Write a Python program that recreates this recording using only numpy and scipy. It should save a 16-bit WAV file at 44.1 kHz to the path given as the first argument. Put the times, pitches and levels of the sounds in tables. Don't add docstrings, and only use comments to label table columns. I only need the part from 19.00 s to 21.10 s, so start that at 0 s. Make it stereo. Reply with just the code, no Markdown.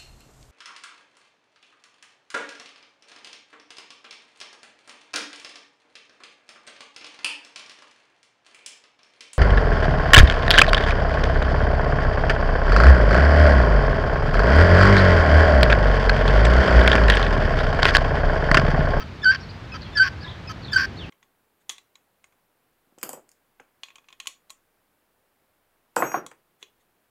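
import sys
import numpy as np
from scipy import signal
from scipy.fft import rfft, irfft
from scipy.io import wavfile
from scipy.ndimage import uniform_filter1d

SR = 44100
rng = np.random.default_rng(int(sys.argv[2]) if len(sys.argv) > 2 else 0)


def transcribe(u):
    v = np.clip(np.atleast_2d(u).T, -1, 1)
    q = np.round(v * 32767).astype(np.int16)
    wavfile.write(sys.argv[1], SR, q)


N = 92610
TIME = np.arange(N) / SR
FREQS = np.maximum(np.arange(N // 2 + 1) * SR / N, 1)


def from_db(db):
    return 10 ** (np.asarray(db) / 20)


def unit_rms(x):
    return x / np.sqrt(np.mean(x ** 2) + 1e-20)


def per_hz(points):
    hz, value = np.transpose(points)
    return np.interp(np.log(FREQS), np.log(hz), value)


def band(x, hz, width_hz):
    edges = np.clip([hz - width_hz / 2, hz + width_hz / 2], 20, .45 * SR)
    return unit_rms(signal.sosfilt(signal.butter(2, edges, "band", fs=SR, output="sos"), x))


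def drift(rate_hz):
    return unit_rms(irfft(rfft(rng.standard_normal(N)) / (1 + (FREQS / rate_hz) ** 2) ** 2, N))


def tremolo(hz, depth, jitter, jitter_hz):
    return 1 + depth * np.sin(2 * np.pi * np.cumsum(hz * (1 + jitter * drift(jitter_hz))) / SR)


def gate(start, length, attack, release):
    edge = np.clip((TIME - start) / attack, 0, 1) * np.clip((start + length - TIME) / release, 0, 1)
    return np.sin(edge * np.pi / 2) ** 2


def tone(hz, harmonics_db):
    phase = 2 * np.pi * (np.cumsum(hz) / SR + rng.random())
    return np.sqrt(2) * sum(from_db(db) * np.sin(k * phase) for k, db in enumerate(harmonics_db, 1))


# f/Hz, relative level/dB
BED_SPECTRUM = [(15, -45), (25, -23), (53, -3), (96, 0.5), (240, -11), (289, -14), (349, -15), (495, -17.5),
                (782, -16.5), (1270, -18), (1410, -18.5), (1530, -18), (1950, -20.5), (4620, -30),
                (9050, -51), (15500, -56.5)]
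# f/Hz, left-right correlation
BED_CORRELATION = [(60, 1), (150, 0.92), (380, 0.72), (950, -0.18), (2380, 0.058), (5980, 0.063),
                   (15000, -0.71)]
def outdoor_bed(level_db=-36):
    mid, side = rfft(rng.standard_normal((2, N))) * from_db(per_hz(BED_SPECTRUM)) * (FREQS > 20)
    alike = np.clip(per_hz(BED_CORRELATION), -1, 1)
    stereo = np.sqrt(1 + alike) * mid + np.sqrt(1 - alike) * side * [[1], [-1]]
    return from_db(level_db) * unit_rms(irfft(stereo, N))


# t/s, level/dB
SWELL_LEVEL = [(0, -65), (1.6, -53), (1.85, -43), (2.1, -46.5)]
def low_swell():
    gain = from_db(np.interp(TIME, *np.transpose(SWELL_LEVEL)))
    return gain * band(rng.standard_normal(N), hz=260, width_hz=214)


def yard_reverb(x, t60_s=0.28, cutoff_hz=6300):
    tail = rng.standard_normal((2, N)) * from_db(-60 * TIME / t60_s) * np.clip(TIME / 0.008, 0, 1)
    tail /= np.sqrt(np.sum(tail ** 2) / 2)
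    tail = signal.sosfilt(signal.butter(2, cutoff_hz, fs=SR, output="sos"), tail)
    return signal.fftconvolve(x[None], tail, axes=1)[:, :N]


# t/s, length/s, start f/Hz, middle f/Hz, end f/Hz, level/dB
SYLLABLES = [(0.4, 0.027, 4480, 5540, 4520, -51.5), (0.426, 0.017, 4550, 4380, 4240, -49.5),
             (0.49, 0.024, 3650, 4860, 3700, -49), (0.811, 0.012, 4073, 4400, 4900, -47),
             (0.819, 0.0052, 4950, 4600, 3550, -42), (0.828, 0.0069, 3680, 4280, 3700, -41.5),
             (0.844, 0.029, 3320, 3310, 3050, -47), (.865, 0.022, 2890, 2690, 2550, -53),
             (1.207, 0.031, 4520, 4910, 5500, -50), (1.229, 0.034, 4800, 3864, 3430, -45.5),
             (1.22, 0.043, 1666, 1677, 1690, -44.5), (1.259, 0.017, 1067, 1026, 990, -45.5),
             (1.261, 0.026, 2020, 1997, 2040, -50), (1.274, 0.031, 3250, 3650, 4200, -43.5),
             (1.311, 0.012, 3710, 3240, 3150, -46.5), (1.62, 0.032, 4650, 4230, 3520, -50),
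             (1.646, 0.012, 4360, 4140, 3450, -41.5), (1.681, 0.0086, 3570, 3590, 3080, -40.5),
             (1.689, 0.019, 3460, 3310, 3550, -49), (1.967, 0.024, 3710, 4370, 4300, -50),
             (1.985, .075, 3915, 3076, 2480, -44)]
def songbird(flicker_db=2):
    out, waver = 0, 1 + .012 * drift(285)
    for start, length, first_hz, middle_hz, last_hz, db in SYLLABLES:
        u = 2 * np.clip((TIME - start) / length, 0, 1) - 1
        hz = middle_hz + u * (last_hz - first_hz) / 2 + u ** 2 * ((first_hz + last_hz) / 2 - middle_hz)
        out += gate(start, length, 0.067 * length, 0.16 * length) * tone(hz * waver, [db])
    return out * from_db(flicker_db * drift(146.4))


# f/Hz, left minus right level/dB
FOWL_PAN = [(1100, 1), (1550, 3.5), (3100, 2.2), (4700, 0), (8000, 4.5), (12000, -4.5)]
# f/Hz, left lead/rad
FOWL_LEAD = [(1100, 0.63), (1550, 0.52), (4700, 0.53), (8000, 1.4), (12000, 1.1)]
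def pan_fowl(x, half_taps=128):
    left = from_db(per_hz(FOWL_PAN) / 2) * np.exp(.5j * per_hz(FOWL_LEAD))
    responses = np.roll(irfft(np.array([left, 1 / left]), N), half_taps, axis=1)
    responses = responses[:, :2 * half_taps + 1] * np.hanning(2 * half_taps + 1)
    return np.array([np.convolve(x, response, "same") for response in responses])


# t/s, treble level/dB
HEAD_TURN = [(.3, -7), (1.0, -2.5), (1.5, 12.5), (1.8, 6)]
def beak_beam(x, above_hz=6560):
    treble = signal.sosfiltfilt(signal.butter(2, above_hz, "high", fs=SR, output="sos"), x)
    gain = from_db(np.interp(TIME, *np.transpose(HEAD_TURN)))
    return x + (gain - 1) * treble


# t/s, length/s, level/dB, relative octave level/dB
CROAK_PEEPS = [(0.718, 0.026, -39, -7), (1.473, 0.022, -45, -1)]
# t/s, length/s, level/dB
CRY_WHISTLES = [(0.216, .028, -43), (.926, 0.038, -49.5), (1.714, 0.016, -42.5)]
WHISTLE_TIMBRE = [1.5, -18, -29, -28.5]
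def whistles(croak_hz=2540, cry_hz=3540):
    waver = 1 + 0.0083 * drift(250)
    envelope = sum(from_db(db) * gate(start, length, 0.0048, 0.0017)
                   for start, length, db in CRY_WHISTLES)
    out = envelope * tone(cry_hz * waver, WHISTLE_TIMBRE)
    for start, length, db, octave_db in CROAK_PEEPS:
        out += from_db(db) * gate(start, length, 0.004, 0.0036) * tone(croak_hz * waver, [0, octave_db])
    return out


def hoarse_voice(formants, tilt_db, pulse_hz=560, jitter=.2, breath=0.42, pivot_hz=1562):
    cycles = np.cumsum(pulse_hz * (1 + jitter * drift(500))) / SR
    pulses = unit_rms(np.diff(np.floor(cycles), prepend=0))
    puffs = breath * rng.standard_normal(N) * (1 + np.cos(2 * np.pi * cycles))
    voice = sum(from_db(db + tilt_db * np.log2(hz / pivot_hz) / 2) * band(pulses + puffs, hz, width)
                for hz, width, db in formants)
    return voice / np.sqrt(uniform_filter1d(voice ** 2, size=500) + 1e-9)


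# t/s, length/s, level/dB, tilt/dB per two octaves
CROAK_CUES = [(-.01, 0.0486, -37, 0), (0.735, 0.041, -35, -1), (1.489, 0.038, -34.5, -4.5)]
# f/Hz, width/Hz, relative level/dB
CROAK_FORMANTS = [(1042, 89, -11.5), (1303, 48, -1.5), (1670, 240, -7), (2420, 620, -11.5),
                  (3065, 340, -14), (4694, 230, -10.5), (5580, 700, -14), (11400, 520, -33.5),
                  (14200, 1200, -37)]
def croaks(peak_hz=1573, arch_hz=105.3, harmonics_db=(-15, -12.5, -14.5, -26.5)):
    out = 0
    for start, length, db, tilt_db in CROAK_CUES:
        u = 2 * np.clip((TIME - start) / length, 0, 1) - 1
        hz = (peak_hz - arch_hz * u ** 2) * (1 + 0.0084 * drift(600))
        voice = tone(hz, harmonics_db) + hoarse_voice(CROAK_FORMANTS, tilt_db)
        out += from_db(db) * gate(start, length, 0.01, 0.011) * voice
    return out


# t/s, level/dB
CHOKE_CUES = [(0.356, -38), (1.077, -40)]
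def chokes(length=0.013, glide_hz=(3240, 2770)):
    out = 0
    for start, db in CHOKE_CUES:
        hz = np.interp(TIME, [start, start + length], glide_hz)
        out += gate(start, length, .003, 0.0088) * tone(hz, [db])
    return out


# t/s, length/s, midway level/dB, tilt/dB per two octaves
RASP_CUES = [(0.306, 0.062, -24, 0), (1.02, 0.073, -23.5, 1.5), (1.767, 0.097, -22, 0)]
# f/Hz, width/Hz, relative level/dB
RASP_FORMANTS = [(1105, 45, -9), (1566, 107, 5), (1670, 210, -0.5), (2354, 424, -8.5), (3040, 340, -13.5),
                 (4700, 400, -6), (5140, 400, -9.5), (5670, 216, -17.5), (8400, 1000, -42),
                 (12100, 610, -36), (14200, 810, -46)]
def rasps(fade_db_per_s=71.5, flicker_db=1.0):
    out = 0
    for start, length, db, tilt_db in RASP_CUES:
        throb = tremolo(hz=82.37, depth=0.15, jitter=.15, jitter_hz=60)
        fade_db = -fade_db_per_s * (np.clip(TIME - start, 0, length) - length / 2)
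        envelope = from_db(db + fade_db) * gate(start, length, 0.017, .014)
        out += envelope * throb * hoarse_voice(RASP_FORMANTS, tilt_db)
    return out * from_db(flicker_db * drift(250))


# f/Hz, width/Hz, level/dB
BREATH_FORMANTS = [(1590, 770, -41), (2436, 260, -50), (4690, 640, -37), (5730, 690, -45.5),
                   (8580, 960, -60.5), (11400, 680, -64), (14200, 700, -73.5)]
def breath_hiss():
    air = rng.standard_normal(N)
    return sum(from_db(db) * band(air, hz, width) for hz, width, db in BREATH_FORMANTS)


# t/s, length/s, swell/s, level/dB
UPPER_CUES = [(0.23, 0.0227, 0.014, -15), (0.949, 0.047, 0.031, -12.5), (1.721, .023, .012, -19)]
UPPER_TIMBRE = [-7.5, -35, -22.5]
def upper_voice(start_hz=1745, end_hz=1654, chirp_fall_hz_per_s=7000, chirp_db=-17):
    out = 0
    for start, length, swell, db in UPPER_CUES:
        hz = np.interp(TIME, [start, start + length], [start_hz, end_hz]) * (1 + 0.0039 * drift(400))
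        body = gate(start - .005, length + 0.0037, swell + 0.0096, 0.0035) * tone(hz, UPPER_TIMBRE)
        sinking_hz = start_hz - chirp_fall_hz_per_s * (np.clip(TIME - start, 0, swell) - swell / 2)
        chirp = gate(start - .002, swell + 0.0032, swell, 0.009) * tone(3 * sinking_hz, [chirp_db])
        out += from_db(db) * (body + chirp)
    return out


# t/s, length/s, third harmonic level/dB, first and second harmonic against it/dB
LOWER_CUES = [(0.2433, 0.011, -20.5, 1, -11.5), (0.969, 0.03, -21.5, -12, -16.5),
              (1.730, 0.013, -25, -2.5, -14), (1.741, 0.0216, -35.5, 11, -2.5)]
LOWER_ODD_TIMBRE = [-28, -44, -53.5]
def lower_voice(pitch_hz=1562, undertone_hz=1403, undertone_db=-8.5):
    out, air = 0, breath_hiss()
    for start, length, db, first_db, second_db in LOWER_CUES:
        waver = 1 + 0.0052 * drift(850)
        hz = pitch_hz * waver
        odd_db = [first_db, 0, *LOWER_ODD_TIMBRE]
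        odd = sum(tone((2 * k + 1) * hz, [level]) for k, level in enumerate(odd_db))
        even = tone(2 * hz, [second_db, second_db - 10.5])
        undertone = tone(undertone_hz * waver, [undertone_db])
        out += gate(start, length, .0035, .004) * (from_db(db) * (odd + even + undertone) + air)
    return out


def squeaks():
    flutter = tremolo(hz=279.3, depth=0.12, jitter=.05, jitter_hz=100)
    return (upper_voice() + lower_voice()) * flutter


# t/s, length/s, lowest f/Hz, t/s of that low point, level/dB, attack/s
NOTE_CUES = [(0.251, 0.0743, 1504, 0.27, -11, 0.0086), (0.9936, 0.047, 1523, 1.007, -10, 0.0069),
             (1.7566, 0.026, 1532, 1.768, -9.5, 0.0086)]
NOTE_TIMBRE = [-0.5, -25, -14.5, -54.5, -38.5, -51.5, -62, -69, -64]
def clear_notes(settle_hz_per_s=2300, rise_hz_per_s=1500, breath_db=5.5):
    out, air = 0, from_db(breath_db) * breath_hiss()
    for start, length, low_hz, turn, db, attack in NOTE_CUES:
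        since_turn = np.clip(TIME, start, start + length) - turn
        bend_hz = np.maximum(-settle_hz_per_s * since_turn, rise_hz_per_s * since_turn)
        hz = (low_hz + bend_hz) * (1 + 0.0035 * drift(860))
        out += from_db(db) * gate(start, length, attack, 0.016) * (tone(hz, NOTE_TIMBRE) + air)
    return out * (1 + 0.0087 * drift(300))


def voice_catch(dip_db=-8.5, width_s=0.0032):
    return from_db(dip_db * sum(np.exp(-((TIME - start) / width_s) ** 2) for start, *_ in NOTE_CUES))


def scene(echo_s=.108, echo_db=-39, fowl_send_db=-23, song_send_db=-0.5):
    fowl = whistles() + croaks() + squeaks() * voice_catch() + clear_notes() + rasps() + chokes()
    echo = from_db(echo_db) * np.interp(TIME - echo_s, TIME, fowl, left=0)
    song = songbird()
    reverb = yard_reverb(from_db(fowl_send_db) * fowl + from_db(song_send_db) * song)
    return outdoor_bed() + low_swell() + reverb + song + echo + pan_fowl(beak_beam(fowl))


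def record(dry, fade_s=.006, cutoff_hz=15800):
    faded = dry * gate(0, N / SR, fade_s, fade_s)
    return signal.sosfilt(signal.ellip(12, .1, 80, cutoff_hz, fs=SR, output="sos"), faded)


dry = scene()
out = record(dry)
transcribe(out)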